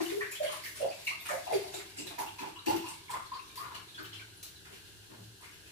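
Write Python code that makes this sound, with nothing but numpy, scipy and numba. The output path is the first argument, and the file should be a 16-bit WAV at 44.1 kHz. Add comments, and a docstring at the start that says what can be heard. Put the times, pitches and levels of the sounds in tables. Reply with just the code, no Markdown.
"""Juice glugs from a carton into a glass on the counter of a tiled kitchen, two metres away.
Each gulp of air rings as a bubble and lets a slug of juice splash down; short rings dot the pour, and
the air in the glass rises in pitch as it fills. The stream thins to a trickle, then the carton is
tipped upright, sloshing and rustling, over a faint appliance hum and hiss."""
import sys
import numpy as np
from scipy import signal
from scipy.fft import rfft, irfft
from scipy.io import wavfile
from scipy.ndimage import uniform_filter1d
from numba import njit

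SR = 44100
rng = np.random.default_rng(int(sys.argv[2]) if len(sys.argv) > 2 else 0)


def waveform_to_disk(signal):
    """Save audio, clipped to [-1, 1], as 16-bit WAV at the path in sys.argv[1]."""
    frames = np.transpose(np.atleast_2d(signal))
    scaled = np.clip(frames, -1, 1) * 32767
    samples = np.round(scaled).astype(np.int16)
    wavfile.write(sys.argv[1], SR, samples)


N = 251976
T = np.arange(N) / SR


# Each row: start in seconds, pitch in Hz, level in dB, gap to the second bubble in seconds,
# its pitch in Hz, its level in dB, ring time in seconds, relative churn in dB, relative shards in dB.
GLUG_PAIRS = [ (0.000, 340, -31, 0.073, 340, -57, 0.072, -27, -34),
              (0.112, 414, -34, 0.053, 419.4, -33, 0.08, -15, -33),
              (0.397, 613, -30.5, 0.035, 607, -30, 0.046, -31, -16.5),
              (0.797, 587, -36.5, 0.019, 583, -28.5, 0.023, -18.5, 0),
              (1.294, 602, -35.5, 0.028, 608, -35.5, 0.051, -14.5, 3),
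              (1.463, 720, -38, 0.03, 730, -35, 0.019, -9.5, 4),
              (1.513, 463, -32.5, 0.024, 427, -28.5, 0.047, -13, -3),
              (1.736, 382, -46, 0.034, 377, -43, 0.035, -13, -13),
              (1.979, 296, -44.5, 0.069, 347, -49, 0.07, -2.5, -11),
              (2.178, 870, -35.5, 0.019, 947, -39.5, 0.02, -5, -1.5),
              (2.181, 318, -49.5, 0.056, 316, -55.5, 0.034, -22, -13),
              (2.383, 967, -44.5, 0.038, 843, -39, 0.022, -5, -8),
              (2.401, 294, -45.5, 0.061, 313, -48.5, 0.036, -9, -9),
              (2.554, 1104, -51, 0.031, 1080, -74, 0.028, -8, 2),
              (2.666, 823, -31, 0.024, 853, -29.5, 0.029, -11.5, -14),
              (2.666, 333.5, -29.5, 0.072, 333, -33.5, 0.048, -9.5, -25),
              (2.835, 985, -43.5, 0.038, 893, -47.5, 0.038, -4.5, -5),
              (3.089, 982, -40, 0.042, 994, -35, 0.017, 0.5, 4),
              (3.145, 965, -44.5, 0.026, 940, -48, 0.011, -8, -13),
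              (3.313, 1062, -38, 0.034, 1072, -44.5, 0.028, -13, -12),
              (3.571, 1032, -43, 0.027, 1168, -41, 0.018, -8, -8),
              (3.625, 1160, -47.5, 0.023, 1020, -50, 0.072, 6, 0.5),
              (3.701, 1036, -46.5, 0.047, 1086, -49.5, 0.021, 3.5, -3),
              (3.977, 1533, -44.5, 0.019, 1270, -48.5, 0.015, -7.5, -25),
              (3.985, 320, -47.5, 0.12, 320, -72, 0.1, -6, -16)]

def glugs(room):
    """Each glug is one large bubble and a second that breaks off as the first dies."""
    out = np.zeros((2, N))
    for start_s, hz, db, gap_s, second_hz, second_db, ring_s, churn_db, shards_db in GLUG_PAIRS:
        for delay_s, pitch_hz, level_db in [(0, hz, db), (gap_s, second_hz, second_db)]:
            glug = gurgle(room, pitch_hz, level_db, ring_s, churn_db, shards_db,
                          swell_s=0.0065, churn_s=0.019, shards_s=0.04)
            add(out, start_s + delay_s, glug)
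    return out


# Standing waves favour one side. Each row: frequency in Hz, left minus right in dB.
STANDING_WAVE_PAN = [(300, -4), (340, 5.5), (400, 1), (600, -5), (720, 2.5), (870, -5), (1100, 3.5),
                     (2200, -2), (2750, 4), (3800, -3.5)]

def gurgle(room, hz, db, ring_s, churn_db, shards_db, swell_s, churn_s, shards_s, shard_count=4):
    """A bubble rings and sheds shards of nearby pitch while the juice churns round it."""
    t = T[:SR // 3]
    ring, shards = np.zeros((2, len(t)))
    glide = min(0.095 + 0.054 * hz / 1000, 0.21)
    add(ring, 0, bubble(hz * (1 - glide / 4), ring_s, glide, swell_s * hz))
    for k, (when, size) in enumerate(rng.random((shard_count, 2))):
        shard_hz = hz * 2 ** (0.22 * (2 * size - 1))
        shard = np.exp(-k / shard_count) * bubble(shard_hz, ring_s, glide, swell_s * hz)
        add(shards, shards_s * (k + when) / shard_count, shard)
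    churn = rng.standard_normal(len(t)) * np.sqrt(t) * np.exp(-t / churn_s)
    churn = colour(churn, [(hz / 8, -14), (hz / 2, -7), (hz, 0), (hz * 1.28, -2),
                           (hz * 2, -10), (hz * 5, -24), (hz * 15, -45)])
    churn = colour(churn, [(50, -7), (125, 9), (225, -6), (310, 0)])  # a low burble near 125 Hz, a dip near 225 Hz
    sound = unit(ring) + undb(shards_db) * unit(shards) + undb(churn_db) * unit(churn)
    return across_room(sound, room, db, pan_db=at_pitch(STANDING_WAVE_PAN, hz))


def bubble(hz, ring_s, glide, swell_cycles):
    """A pocket of air swells, rings down 60 dB and rises in pitch by the share glide as it surfaces."""
    t = T[:int(ring_s * SR) + 2]
    swell_s = max(swell_cycles / hz, ring_s / 9)
    swell = 1 - np.exp(-(t / swell_s) ** 2)
    decay = np.exp(-np.log(1000) * t / ring_s)
    phase = 2 * np.pi * hz * t * (1 + glide * t / ring_s / 2)
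    return swell * decay * np.sin(phase)


# Each row: start in seconds, pitch in Hz, level in dB, relative churn in dB, relative shards in dB.
SHORT_RINGS = [ (0.000, 747, -41.5, -19, -19), (0.001, 1090, -44, -2, -16), (0.002, 1990, -43, 6, -14),
               (0.053, 3020, -45.5, -19, -12), (0.088, 3610, -47, 1, -4), (0.095, 2100, -45, 5, -12),
               (0.098, 1040, -58, -1, -10), (0.205, 1910, -35, -8.5, -4), (0.207, 1135, -44, -12, -19),
               (0.222, 1710, -40, -5, -3), (0.314, 7200, -47.5, -25, -22), (0.315, 10800, -45.5, -15, -10),
               (0.32, 2310, -46, -14, 20), (0.345, 3110, -44, 4, 7), (0.448, 2180, -43, -17, -14),
               (0.462, 3130, -40.5, -4, -2), (0.492, 1200, -44, -5, -11), (0.527, 1040, -45.5, -6, -2),
               (0.634, 4800, -51.5, -15, -15), (0.636, 1990, -44, -8, 1), (0.656, 1830, -44, -15, -7),
               (0.641, 11600, -58, -10, -6), (0.654, 2930, -50, -19, -5), (0.76, 9800, -50.5, -20, -19),
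               (0.808, 9400, -50, -16, -16), (0.815, 2820, -49, -7, -5), (0.843, 658, -36, -22, -1),
               (0.89, 4750, -51, -15, -21), (0.91, 2580, -47.5, 0, -2), (1.068, 2750, -34.5, -20, -16),
               (1.072, 2260, -32, -17, -5), (1.071, 4170, -42, 0, -7), (1.076, 1080, -55.5, -22, -5),
               (1.108, 1060, -42.5, -22, -8), (1.203, 3610, -51, -35, -24), (1.205, 12700, -49, 0, -10),
               (1.288, 1270, -36.5, -5, -5), (1.288, 1860, -39, -10, 3), (1.297, 8000, -53, -10, -4),
               (1.315, 850, -42, -24, -3), (1.47, 2740, -52, -18, -12), (1.522, 660, -33.5, -35.5, -3),
               (1.53, 2460, -46, -17, -17), (1.536, 4630, -43.5, -6, -23), (1.63, 710, -43, -7, 1),
               (1.741, 3840, -45, -24, -11), (1.743, 7260, -45, -19, -14), (1.738, 690, -45.5, -21, -6),
               (1.79, 2100, -48.5, 7, -14), (1.984, 2820, -45.5, -12, -9), (1.982, 7000, -54, -12, -18),
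               (1.983, 7740, -62, -22, -20), (1.985, 4900, -47.5, -9, -14), (2.068, 4000, -46, -13, -4),
               (2.076, 3650, -46.5, -3, -14), (2.1, 825, -48.5, 5, 0), (2.264, 2770, -48, -4, 0),
               (2.389, 2570, -46, -15, -12), (2.438, 610, -59, 4, -5), (2.464, 830, -47.5, -12, -18),
               (2.557, 2910, -48.5, -24, -8), (2.589, 3960, -48.5, -25, -10), (2.666, 2750, -41, -7, -17),
               (2.673, 4620, -45.5, -18, -6), (2.68, 12400, -50, -22, -18), (2.863, 2750, -45.5, -24, -11),
               (3.082, 2230, -53, -22, -8), (3.106, 7540, -52, -12, -8), (3.111, 4400, -51.5, -6, -13),
               (3.14, 2040, -49, -24, -14), (3.26, 4300, -57, -8, 1), (3.336, 4560, -52, -17, 3),
               (3.392, 2670, -51.5, -24, -7), (3.46, 6000, -63, -12, -1), (3.574, 4580, -47.5, -10, -3),
               (3.741, 2940, -49, -14, -5), (3.752, 4390, -53, -11, -6), (3.882, 3820, -55, -15, 1),
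               (3.943, 3390, -48.5, -5, 1), (3.985, 4450, -50.5, 0, -3), (4.028, 13700, -53, 0, 0),
               (4.042, 2940, -48.5, 5, -7), (4.066, 1630, -55.5, -10, -13), (4.126, 3150, -46, 0, -5),
               (4.15, 3050, -48.5, -5, -8), (4.192, 2380, -49, 3, -8), (4.212, 1550, -51, -10, -8),
               (4.37, 9900, -57, -14, -10), (4.552, 4050, -57, -2, -1)]

def short_rings(spot_count=5):
    """Drop plinks, glug overtones and extra bubbles, ringing peaks of the splashes and glass."""
    out = np.zeros((2, N))
    spots = [kitchen(direct_db=-9.5) for _ in range(spot_count)]  # each with its own reflections
    for k, (start_s, hz, db, churn_db, shards_db) in enumerate(SHORT_RINGS):
        ring_s = 0.026 * (600 / hz) ** 0.51  # higher rings die sooner
        ring = gurgle(spots[k % spot_count], hz, db, ring_s, churn_db, shards_db,
                      swell_s=0.0018, churn_s=0.016, shards_s=0.036)
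        add(out, start_s, ring)
    return out


# Slugs landing, then a last wet smack at the spout. Each row: start in seconds, relative level in dB,
# low-mid in dB, high treble in dB, fizz pitch in Hz, fizz in dB, rise in seconds, decay in seconds.
SLUG_SPLASHES = [ (0.005, -43.5, -15, -2.5, 10000, -8, 0.023, 0.095),
                 (0.31, -42.5, -12, 1, 7100, 2, 0.0015, 0.063),
                 (0.42, -40, 0.5, -5, 9700, 11, 0.0048, 0.03),
                 (0.514, -40.5, -5, -4, 9500, 8, 0.0085, 0.019),
                 (0.628, -43, -15, -3, 10200, -14, 0.011, 0.041),
                 (0.75, -44, -12.5, -10.5, 9700, -3, 0.0025, 0.1),
                 (1.045, -46.5, -15, -2, 9150, -11, 0.0087, 0.012),
                 (1.071, -45, -16, -3, 9550, 1, 0.001, 0.016),
                 (1.25, -39, 3.5, -2, 9700, 11, 0.0048, 0.014),
                 (1.274, -42, -22, -8, 10400, -3, 0.007, 0.057),
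                 (1.515, -39, -7.5, -6.5, 9800, 2, 0.0048, 0.057),
                 (1.729, -42.5, -2, 2, 7500, 13, 0.0091, 0.024),
                 (1.964, -41.5, -5, -3.5, 7700, 18, 0.017, 0.027),
                 (2.062, -44.5, -10, -6, 10000, -7, 0.0026, 0.021),
                 (2.18, -39.5, -14.5, -2, 11100, -9, 0.0034, 0.037),
                 (2.376, -43, -5.5, -5, 7000, -21, 0.015, 0.046),
                 (2.658, -37, -11, -6.5, 6200, -17, 0.004, 0.043),
                 (2.761, -42, -8, -2, 12300, -2, 0.0018, 0.0082),
                 (2.872, -44.5, -27, -6, 8360, 15, 0.012, 0.014),
                 (3.093, -43, -9.5, -1, 8200, 7, 0.01, 0.03),
                 (3.332, -51.5, 3, -10, 4700, 15, 0.005, 0.011),
                 (3.555, -44.5, -11, 0, 10800, -2, 0.0025, 0.04),
                 (3.742, -43.5, -2, -4, 7100, -11, 0.0027, 0.009),
                 (4.425, -42, -19.5, -4, 3960, -3, 0.0066, 0.01),
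                 (4.446, -50.5, -15, -6, 4230, -16, 0.0061, 0.036)]

def splashes(air_hz, trim_db=-1.5, glass_db=-3.0):
    """Each slug bursts into a spray of droplets that rings the glass and fizzes with tiny bubbles."""
    out, t = np.zeros((2, N)), T[:SR // 3]
    steady = np.ones(len(t))
    for start_s, db, body_db, top_db, fizz_hz, fizz_db, rise_s, decay_s in SLUG_SPLASHES:
        rise = 1 - np.exp(-t / rise_s)
        decay = np.exp(-t / decay_s) + 0.15 * np.exp(-t / (3 * decay_s))
        spray = droplets(len(t), per_s=3200, spread_db=10) * rise * decay
        spray = colour(spray, [(90, body_db - 34), (220, body_db + 4), (350, body_db + 2.5),
                               (1200, body_db + 10), (3000, body_db + 14), (6500, 0), (13000, top_db)])
        third_mode_hz = 3 * air_hz[int(start_s * SR)]
        spray += undb(glass_db) * resonate(spray, third_mode_hz * steady, q=7.7)
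        spray += undb(fizz_db) * resonate(spray, fizz_hz * steady, q=4.3)
        landing_spot = kitchen()
        add(out, start_s, across_room(spray, landing_spot, db + trim_db))
    return out


# Each row: frequency in Hz, relative spectral level in dB.
SPATTER_SPECTRUM = [(200, -41), (400, 1.5), (1000, 12), (2200, -9), (4000, 18), (7000, 7), (11000, 8),
                    (15500, -0.5)]

def stream(room, air_hz, fizz_db=-5.5, bubble_count=1500):
    """The thin stream patters on between glugs and folds small bubbles into the juice."""
    fizz = np.zeros(N)
    for when, pitch, faintness, life in rng.random((bubble_count, 4)):
        hz = 1900 * 4.82 ** pitch
        ping = bubble(hz, ring_s=(15 + 40 * life) / hz, glide=0.067, swell_cycles=0.94)
        add(fizz, when * N / SR, undb(-16 * faintness) * ping)
    spatter = colour(droplets(N, per_s=1000, spread_db=10), SPATTER_SPECTRUM)
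    patter = unit(in_glass(spatter, air_hz)) + undb(fizz_db) * unit(fizz)
    return signal.fftconvolve((patter * flow())[None], room, axes=1)[:, :N]


# The thinning stream; its faint patter carries on as background noise.
# Each row: time in seconds, level in dB.
PATTER_LEVELS = [(0, -44), (.28, -79), (.5, -52), (.72, -64), (1.0, -54), (1.7, -54), (2.5, -63),
                 (3.9, -65), (4.15, -67), (4.32, -68)]

def flow(wake_db=-24, wake_peak_s=0.18):
    """Gain of the patter: a thinning stream that swells in the wake of every glug."""
    times_s, levels_db = np.transpose(PATTER_LEVELS)
    power = undb(np.interp(T, times_s, levels_db)) ** 2
    for start_s, _, glug_db, *_ in GLUG_PAIRS:
        age = np.maximum(T - start_s, 0) / wake_peak_s
        wake = undb(glug_db + wake_db) * age ** 2 * np.exp(1 - age ** 2)
        power += wake ** 2
    return np.sqrt(power)


def air_column(empty_m=0.159, full_m=0.0624, fill_m_per_s=0.0256):
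    """Quarter-wave pitch in Hz of the air above the rising juice."""
    length_m = np.maximum(empty_m - fill_m_per_s * T, full_m)
    return 343 / (4 * length_m)


def in_glass(x, air_hz, first_db=13, third_db=7, q=11.6):
    """The air above the juice rings as a pipe closed at one end."""
    return x + undb(first_db) * resonate(x, air_hz, q) + undb(third_db) * resonate(x, 3 * air_hz, q)


# The highest pitches are the carton's rustles. Each row: start in seconds, centre in Hz, level in dB.
SLOSHES_AND_RUSTLES = [(4.646, 1670, -52.5), (4.698, 398, -55), (4.716, 2950, -53), (4.85, 3500, -58),
                       (5.091, 310, -53), (5.097, 860, -57.5), (5.174, 178, -54), (5.22, 4800, -59.5),
                       (5.401, 1190, -53.5), (5.405, 9400, -60), (5.433, 2200, -52), (5.51, 2920, -57),
                       (5.656, 2610, -57.5)]

def sloshes_and_rustles(room, decay_s=0.026, rise_octaves=0.27, ring_db=-4):
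    """Juice sloshes and the carton rustles and crinkles as it swings upright."""
    out, t = np.zeros((2, N)), T[:SR // 2]
    decay = np.exp(-t / decay_s)
    for start_s, hz, db in SLOSHES_AND_RUSTLES:
        burst = droplets(len(t), per_s=1200, spread_db=7) * np.sqrt(t) * decay
        burst = colour(burst, [(hz / 4, -14), (hz * 0.93, -3), (hz, 0),
                               (hz * 1.07, -6), (hz * 4, -15), (hz * 15, -30)])
        ring_hz = hz * 2 ** (rise_octaves * (0.5 - decay))  # a slosh rises as it closes in on the air
        burst += undb(ring_db) * resonate(burst, ring_hz, q=3.7)
        add(out, start_s, across_room(burst, room, db))
    return out


# Each row: peak time in seconds, level in dB, half length in seconds.
CARTON_BOOMS = [(2.723, -50.5, 0.032), (4.19, -58, 0.18), (5.003, -61, 0.062), (5.257, -54, 0.12)]

def booms(pitch_hz=104.5):
    """The hollow carton booms as it flexes, is lifted and swung."""
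    swells = sum(undb(db) * np.exp(-((T - peak_s) / half_s) ** 2) for peak_s, db, half_s in CARTON_BOOMS)
    return swells * tone(pitch_hz * (1 + 0.0393 * wander(per_s=10)))


# Each row: frequency in Hz, relative spectral level in dB.
HISS_SPECTRUM = [(15, -36), (25, -1.5), (93, 6.5), (240, -4), (399, 1.5), (552, -12), (970, -10.5),
                 (1140, -22), (1620, -1), (2230, -24), (2770, -4), (4260, -10), (10100, -12.5),
                 (14300, -21.5), (15500, -18.5)]

def hiss(level_db=-56, waver_db=0.96):
    """Steady hiss, more alike left and right in the bass."""
    mid, side = colour(rng.standard_normal((2, N)), HISS_SPECTRUM)
    side = colour(side, [(80, -3), (300, -7), (700, 0), (10000, 0)])
    return unit(np.array([mid + side, mid - side])) * undb(level_db + waver_db * wander(per_s=2.36))


# Each row: frequency in Hz, level in dB.
HUM_TONES = [(101, -68.5), (165, -76.5), (318, -74.5), (388, -75)]

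def hum(waver_db=2, waver_hz=3.48):
    """A kitchen appliance hums, each tone wavering in level and pitch."""
    return sum(undb(db + waver_db * wander(per_s=13)) * tone(hz + waver_hz * wander(per_s=23))
               for hz, db in HUM_TONES)


# Each row: band centre in Hz, time to fall 60 dB in seconds.
REVERB_TIMES = [(150, 0.5), (500, 0.25), (2000, 0.46), (6000, 0.29), (14000, 0.28)]
# Each row: mode frequency in Hz, strength in dB.
KITCHEN_MODES = [(339, 3), (393, 7.5), (553, -6), (608, -2.5), (649, -20), (742, -24), (858, -15.5),
                 (888, -0.5), (1025, -6.5), (1064, -11), (1729, -16), (2121, -1), (2406, -19), (2748, -4)]

def kitchen(direct_db=-12.5, early_db=-2.5, early_s=0.011, mode_width_hz=13,
            spacing_m=0.31, left_lag_s=0.00035):
    """Tiled room at two microphones: direct sound, early reflections, a diffuse tail and ringing modes."""
    t = T[:SR // 2]
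    size = len(t)
    hz = np.fft.rfftfreq(size, 1 / SR)
    noise = rfft(rng.standard_normal((2, size)))
    centres_hz, t60s = np.transpose(REVERB_TIMES)
    tail = np.zeros((2, size))
    for weights, t60_s in zip(np.eye(len(t60s)), t60s):
        band = irfft(noise * at_pitch(np.c_[centres_hz, weights], hz), size)
        tail += band * np.exp(-np.log(1000) * t / t60_s)
    early = rng.standard_normal((2, size)) * (rng.random((2, size)) < 0.03) * np.exp(-t / early_s)
    diffuse = rfft(unit(tail) + undb(early_db) * unit(early)) / np.sqrt(2 * size)
    modes = 1 + sum(undb(db) / (1 + 2j * (hz - mode_hz) / mode_width_hz) for mode_hz, db in KITCHEN_MODES)
    coherence = np.sinc(2 * hz * spacing_m / 343)  # long waves reach both microphones alike
    mid, side = irfft(diffuse * modes * np.sqrt([1 + coherence, 1 - coherence]), size)
    room = np.array([mid + side, mid - side])
    room[0, int(left_lag_s * SR)] += undb(direct_db)
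    room[1, 0] += undb(direct_db)
    return room


def across_room(x, room, db, pan_db=0):
    """Carry a short sound through the room; db is its loudest 20 ms on arrival."""
    wet = signal.fftconvolve(x[None], room, axes=1)
    loudest = np.sqrt(uniform_filter1d(wet ** 2, SR // 50, axis=1).max(axis=1))
    channel_db = db + np.array([pan_db, -pan_db]) / 2
    return wet * (undb(channel_db) / loudest)[:, None]


def droplets(size, per_s, spread_db):
    """Random tiny impacts, a few much stronger than the rest."""
    hits = rng.random(size) < per_s / SR
    sign = rng.choice([-1, 1], size)
    strength_db = spread_db * np.minimum(rng.standard_normal(size), 2)
    return hits * sign * undb(strength_db)


@njit
def resonate(x, hz, q):
    """Band-pass with a moving centre and gain one there."""
    y, band_state, low_state = np.empty(len(x)), 0., 0.
    for i in range(len(x)):
        g = np.tan(np.pi * hz[i] / SR)
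        band = (band_state + g * (x[i] + 1e-18 - low_state)) / (1 + g * (g + 1 / q))
        band_state = 2 * band - band_state
        low_state += 2 * g * band
        y[i] = band / q
    return y


def colour(x, points):
    """Filter by a smooth curve of (Hz, dB) points."""
    size = x.shape[-1]
    gain = undb(at_pitch(points, np.fft.rfftfreq(size, 1 / SR)))
    return irfft(rfft(x) * gain, size)


def at_pitch(points, hz):
    """Read (Hz, value) points on a log-frequency axis."""
    points_hz, values = np.transpose(points)
    return np.interp(np.log(hz + 1), np.log(points_hz), values)


def tone(hz):
    """Sine of rms one with a moving pitch."""
    return np.sqrt(2) * np.sin(2 * np.pi * np.cumsum(hz) / SR)


def wander(per_s):
    """Slow random drift of rms one."""
    hold = int(SR / per_s)
    steps = np.repeat(rng.standard_normal(N // hold + 1), hold)
    return unit(uniform_filter1d(steps, hold)[:N])


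def add(out, start_s, x):
    """Mix a sound in at a time."""
    i = max(int(start_s * SR), 0)
    x = x[..., :max(N - i, 0)]
    out[..., i:i + x.shape[-1]] += x


def undb(db):
    """Decibels to gain."""
    return 10 ** (np.asarray(db) / 20)


def unit(x):
    """Scale to an rms of one."""
    return x / np.sqrt(np.mean(x ** 2) + 1e-18)


def scene():
    """The pour, the carton and the background of one kitchen."""
    room, air_hz = kitchen(), air_column()
    pour = glugs(room) + short_rings() + splashes(air_hz) + stream(room, air_hz)
    carton = sloshes_and_rustles(room) + booms()
    return pour + carton + hiss() + hum()


# The right microphone port is duller. Each row: frequency in Hz, left minus right in dB.
PORT_BALANCE = [(4500, 0.5), (8500, -1), (11000, 9.5), (15000, 4)]

def record(dry, low_hz=38, top_hz=15450):
    """The two ports differ in the treble; the recorder cuts rumble and the very top."""
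    left = colour(dry[0], [(hz, db / 2) for hz, db in PORT_BALANCE])
    right = colour(dry[1], [(hz, -db / 2) for hz, db in PORT_BALANCE])
    rumble_cut = signal.butter(2, low_hz, "high", fs=SR, output="sos")
    top_cut = signal.ellip(10, 0.2, 70, top_hz, fs=SR, output="sos")
    return signal.sosfilt(top_cut, signal.sosfilt(rumble_cut, np.array([left, right])))


dry = scene()
out = record(dry)
waveform_to_disk(out)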